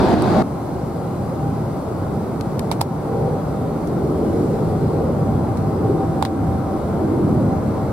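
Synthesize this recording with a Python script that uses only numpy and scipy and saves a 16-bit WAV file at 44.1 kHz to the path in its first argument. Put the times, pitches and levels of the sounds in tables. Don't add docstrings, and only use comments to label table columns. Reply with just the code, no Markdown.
import sys
import numpy as np
from scipy import signal
from scipy.fft import rfft, irfft
from scipy.io import wavfile
from scipy.ndimage import uniform_filter1d

SR = 44100
rng = np.random.default_rng(int(sys.argv[2]) if len(sys.argv) > 2 else 0)


def generate_wav(sig):
    pcm = np.round(np.clip(np.atleast_2d(sig).T, -1, 1) * 32767).astype(np.int16)
    wavfile.write(sys.argv[1], SR, pcm)


N = 349272
TIME = np.arange(N) / SR
FFT_SIZE, HOP = 2048, 512
FRAME_TIME = np.arange(N // HOP + 5) * HOP / SR
BIN_HZ = np.fft.rfftfreq(FFT_SIZE, 1 / SR)
CUT_S = 0.4245

# f/Hz, likeness/0-1, left lead/rad, left minus right/dB
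FAR_PORTS = [(40, 0.85, 0.1, -1), (90, 0.96, 0, -0.2), (180, 0.95, 0.1, 0), (350, 0.9, -0.3, -0.3),
             (700, 0.66, 0.2, 1.2), (1200, 0.5, 0.2, 2.3), (2000, 0.47, -0.2, 0.8), (4000, 0.46, -1, -1.2),
             (7000, 0.49, -2.4, 0), (10000, 0.28, -2.8, 0.9), (14000, 0.1, -4.4, 1.7)]


def gain_of(db):
    return 10 ** (np.asarray(db) / 20)


def evened(x):
    return x / np.sqrt(np.mean(x ** 2) + 1e-20)


def bell(x, centre, half_width):
    return np.exp(-((x - centre) / half_width) ** 2)


def read(points, hz):
    f, value = np.transpose(points)
    return np.interp(np.log(hz + 1), np.log(f + 1), value)


def add(mix, s, sound):
    part = mix[:, round(s * SR):][:, :sound.shape[1]]
    part += sound[:, :part.shape[1]]


def drift(rate_hz):
    hz = np.fft.rfftfreq(N, 1 / SR)
    spectrum = rfft(rng.standard_normal(N))
    return evened(irfft(spectrum * np.exp(-(hz / rate_hz) ** 2), N))


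def air_noise(spectrum, ports, patchy_db, lift_db=0):
    a, b, c, d, patches = rng.standard_normal((len(FRAME_TIME), len(BIN_HZ), 5)).T
    patches = uniform_filter1d(patches, size=3, axis=0)
    patches = evened(uniform_filter1d(patches, size=12, axis=1))
    hz, *columns = np.transpose(ports)
    same, lead_rad, lean_db = (read(np.c_[hz, column], BIN_HZ)[:, None] for column in columns)
    left = a + 1j * b
    right = same * left + np.sqrt(1 - same ** 2) * (c + 1j * d)
    right = right * np.exp(-1j * lead_rad)
    z = np.array([left * gain_of(lean_db / 2), right / gain_of(lean_db / 2)])
    z *= gain_of(read(spectrum, BIN_HZ)[:, None] + patchy_db * patches)
    pair = np.array([z, z * gain_of(lift_db)])
    plain, lifted = signal.istft(pair, nperseg=FFT_SIZE, noverlap=FFT_SIZE - HOP)[1][..., :N]
    return lifted / plain.std()


def fuzzy_tone(hz, width_hz, steady):
    phase_rad = 2 * np.pi * np.cumsum(hz * np.ones(N)) / SR
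    in_phase = (steady + drift(width_hz)) * np.cos(phase_rad)
    return evened(in_phase + drift(width_hz) * np.sin(phase_rad))


def nearness_db(t):
    start_m, speed_m_per_s = 2130, 69
    distance_ratio = np.maximum(1 - speed_m_per_s * t / start_m, 1 / 10)
    return -20 * np.log10(distance_ratio)


def jet_noise(level_db=-23, rumble_hz=135):
    # f/Hz, level per Hz/dB
    jet_spectrum = [(20, -33), (42, -17.5), (65, -10.5), (90, -1.5), (135, -1), (180, -1.03), (260, -4),
                    (400, -7.5), (560, -10), (720, -13), (1000, -17.5), (1380, -24), (1750, -37),
                    (2100, -37), (2800, -49), (5000, -64)]
    # t/s, half length/s, centre f/Hz, half width/octaves, lift/dB
    swells = [(1.35, 0.39, 128, 0.6, 3), (3.215, 0.12, 474, 0.24, 11.5), (3.25, 0.17, 140, 0.5, 3.5),
              (4.25, 0.54, 38, 0.62, 8), (4.315, 0.45, 368, 0.65, 8), (4.705, 0.18, 116, 0.55, 5.5),
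              (5.037, 0.18, 490, 0.35, 5), (5.446, 0.53, 115, 1.6, 4), (5.904, 0.15, 370, 0.41, 8),
              (6.35, 0.33, 307, 0.25, 4), (6.476, 0.094, 105, 0.6, 6.5), (7.19, 0.23, 336, 0.48, 8),
              (7.428, 0.25, 180, 0.98, 4.5)]
    rise_db_per_s, waver_db, waver_hz = 0.27, 0.5, 2
    t, hz = FRAME_TIME, BIN_HZ[:, None] + 1
    rumble_db = rise_db_per_s * (t - t.mean())
    rumble_db = rumble_db + waver_db * np.interp(t, TIME, drift(waver_hz))
    lift_db = nearness_db(t) + rumble_db / (1 + (hz / rumble_hz) ** 4)
    for s, half_s, centre_hz, octaves, db in swells:
        band = bell(np.log2(hz), np.log2(centre_hz), octaves)
        lift_db = lift_db + db * band * bell(t, s, half_s)
    return gain_of(level_db) * air_noise(jet_spectrum, FAR_PORTS, patchy_db=1.15, lift_db=lift_db)


def fan_whine(base_db=-43):
    # t/s, half length/s, lift/dB
    whine_waves = [(1.48, 0.15, 8), (3.276, 0.19, 9), (5.956, 0.88, 9), (7.53, 0.078, 12.5)]
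    start_hz, sag_hz_per_s, wobble_hz = 794.5, 2.8, 2
    hz = start_hz - sag_hz_per_s * TIME
    waves_db = sum(db * bell(TIME, s, half_s) for s, half_s, db in whine_waves)
    level_db = base_db + nearness_db(TIME) + waves_db
    common = fuzzy_tone(hz + wobble_hz * drift(6), width_hz=15, steady=1.9)
    scattered = np.array([fuzzy_tone(hz, width_hz=20, steady=0) for _ in range(2)])
    return gain_of(level_db) * (common + 0.55 * scattered)


def engine_drone(base_db=-40, drone_hz=152.1):
    crest_s, half_s, lift_db = 3.9, 1.6, 9
    level_db = base_db + lift_db * bell(TIME, crest_s, half_s)
    return gain_of(level_db) * fuzzy_tone(drone_hz, width_hz=5.6, steady=0.92)


def near_jet(level_db=-11):
    # f/Hz, level per Hz/dB
    near_spectrum = [(15, -53), (25, -23), (119, -7.5), (209, -1.5), (399, -7), (482, -11.5), (782, -9.5),
                     (1140, -20), (1620, -26), (1750, -29), (2850, -38), (4620, -36), (5580, -45),
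                     (10100, -51), (15500, -60)]
    # f/Hz, likeness/0-1, left lead/rad, left minus right/dB
    near_ports = [(40, 0.2, 0, -3), (90, 0.45, 0, -2.8), (180, 0.87, 0.2, -1.6), (350, 0.92, 0.2, -2.5),
                  (700, 0.74, 0.4, 1.7), (2000, 0.46, 0, 2.8), (4000, 0.38, 0, 1.3),
                  (14000, 0.05, -2.4, 0.6)]
    build_db = np.interp(TIME, [0, CUT_S], [-0.5, 1.0])
    return gain_of(level_db + build_db) * air_noise(near_spectrum, near_ports, patchy_db=2.0)


def case_clicks(knock_t60_s=0.013, snap_t60_s=0.01, rattle_t60_s=0.082, rise_s=0.0008):
    # t/s, snap before trim/dB, tilt/(dB/octave), panel resonance f/Hz, rattle re snap/dB,
    # knock before panning/dB
    clicks = [(0.222, -19, 2, 9100, -15, -45), (2.4102, -24.5, 0.5, 4900, -22, -42),
              (2.594, -19.5, 1.5, 1900, -23, -22), (2.7145, -22, 1.5, 2230, -2, -4),
              (2.8103, -22, 0, 4200, -8, -15), (2.8135, -12.5, 3, 5240, -16, -0.5),
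              (3.873, -37, 3, 6000, -10, -55), (5.5716, -35, 0, 3980, -5, -55),
              (6.2253, -18.5, 0, 3530, -9.5, 0), (6.251, -16.5, -1.5, 3800, -9.5, -12)]
    # f/Hz, level per Hz/dB
    snap_spectrum = [(300, -31), (1100, 7.5), (1800, 3), (2400, 4), (2900, -1), (3900, 4.5), (5200, -1),
                     (6800, -5), (8700, -2), (12000, -7), (16000, -17)]
    knock_hz, panel_db, panel_octaves, trim_db = 867, 5, 0.15, -2.5
    snap_pan_db, knock_pan_db = [[1], [-1]], [[-4], [4]]
    out, t = np.zeros((2, N)), np.arange(4096) / SR
    bins_hz = np.fft.rfftfreq(len(t), 1 / SR) + 1
    ring = np.sin(2 * np.pi * knock_hz * t + np.array([[1.1], [0]])) * gain_of(knock_pan_db)
    for s, snap_db, tilt_db, panel_hz, rattle_db, knock_db in clicks:
        octaves = np.log2(bins_hz / panel_hz)
        panel_lift_db = panel_db * bell(octaves, 0, panel_octaves)
        colour = gain_of(read(snap_spectrum, bins_hz) + tilt_db * octaves + panel_lift_db)
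        random_phase = np.exp(2j * np.pi * rng.random((2, len(bins_hz))))
        grit = evened(irfft(colour * random_phase))
        decay = gain_of(-60 * t / snap_t60_s) + gain_of(rattle_db - 60 * t / rattle_t60_s)
        snap = gain_of(snap_db + trim_db) * gain_of(snap_pan_db) * grit * decay
        onset = 1 - np.exp(-(t / rise_s) ** 2)
        knock = ring * gain_of(knock_db - 60 * t / knock_t60_s) * onset
        add(out, s, snap + knock)
    return out


def faint_hiss(base_db=-49.5):
    # f/Hz, level per Hz/dB
    hiss_spectrum = [(20, -1), (3000, -1), (4200, 2.2), (5000, 1), (6300, -2.7), (8400, 0.3), (10000, -1),
                     (12000, -2.3), (14000, -7.5), (16000, -11)]
    crest_s, half_s, lift_db = 4.48, 0.41, 2
    level_db = base_db + lift_db * bell(TIME, crest_s, half_s)
    return gain_of(level_db) * air_noise(hiss_spectrum, FAR_PORTS, patchy_db=2.0)


def scene():
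    after_cut = np.clip((TIME - CUT_S) / 0.001, 0, 1)
    approach = jet_noise() + fan_whine() + engine_drone() + faint_hiss()
    return after_cut * approach + (1 - after_cut) * near_jet() + case_clicks()


def record(dry, threshold_db=-4.0, recovery_db_per_s=12.0, edge_hz=15800):
    peak_db = 20 * np.log10(abs(dry).max(0) + 1e-9)
    fall_db = TIME * recovery_db_per_s
    over_db = np.zeros(N)
    for part in np.split(np.arange(N), [round(CUT_S * SR)]):
        held_db = np.maximum.accumulate((peak_db + fall_db)[part]) - fall_db[part]
        over_db[part] = np.maximum(held_db - threshold_db, 0)
    dip_db = signal.lfilter([0.005], [1, -0.995], over_db)
    limited = np.clip(dry / gain_of(dip_db), -1, 1)
    band_limit = signal.firwin(511, edge_hz, window=("kaiser", 9), fs=SR)
    return signal.oaconvolve(limited, band_limit[None], "same")


dry = scene()
out = record(dry)
generate_wav(out)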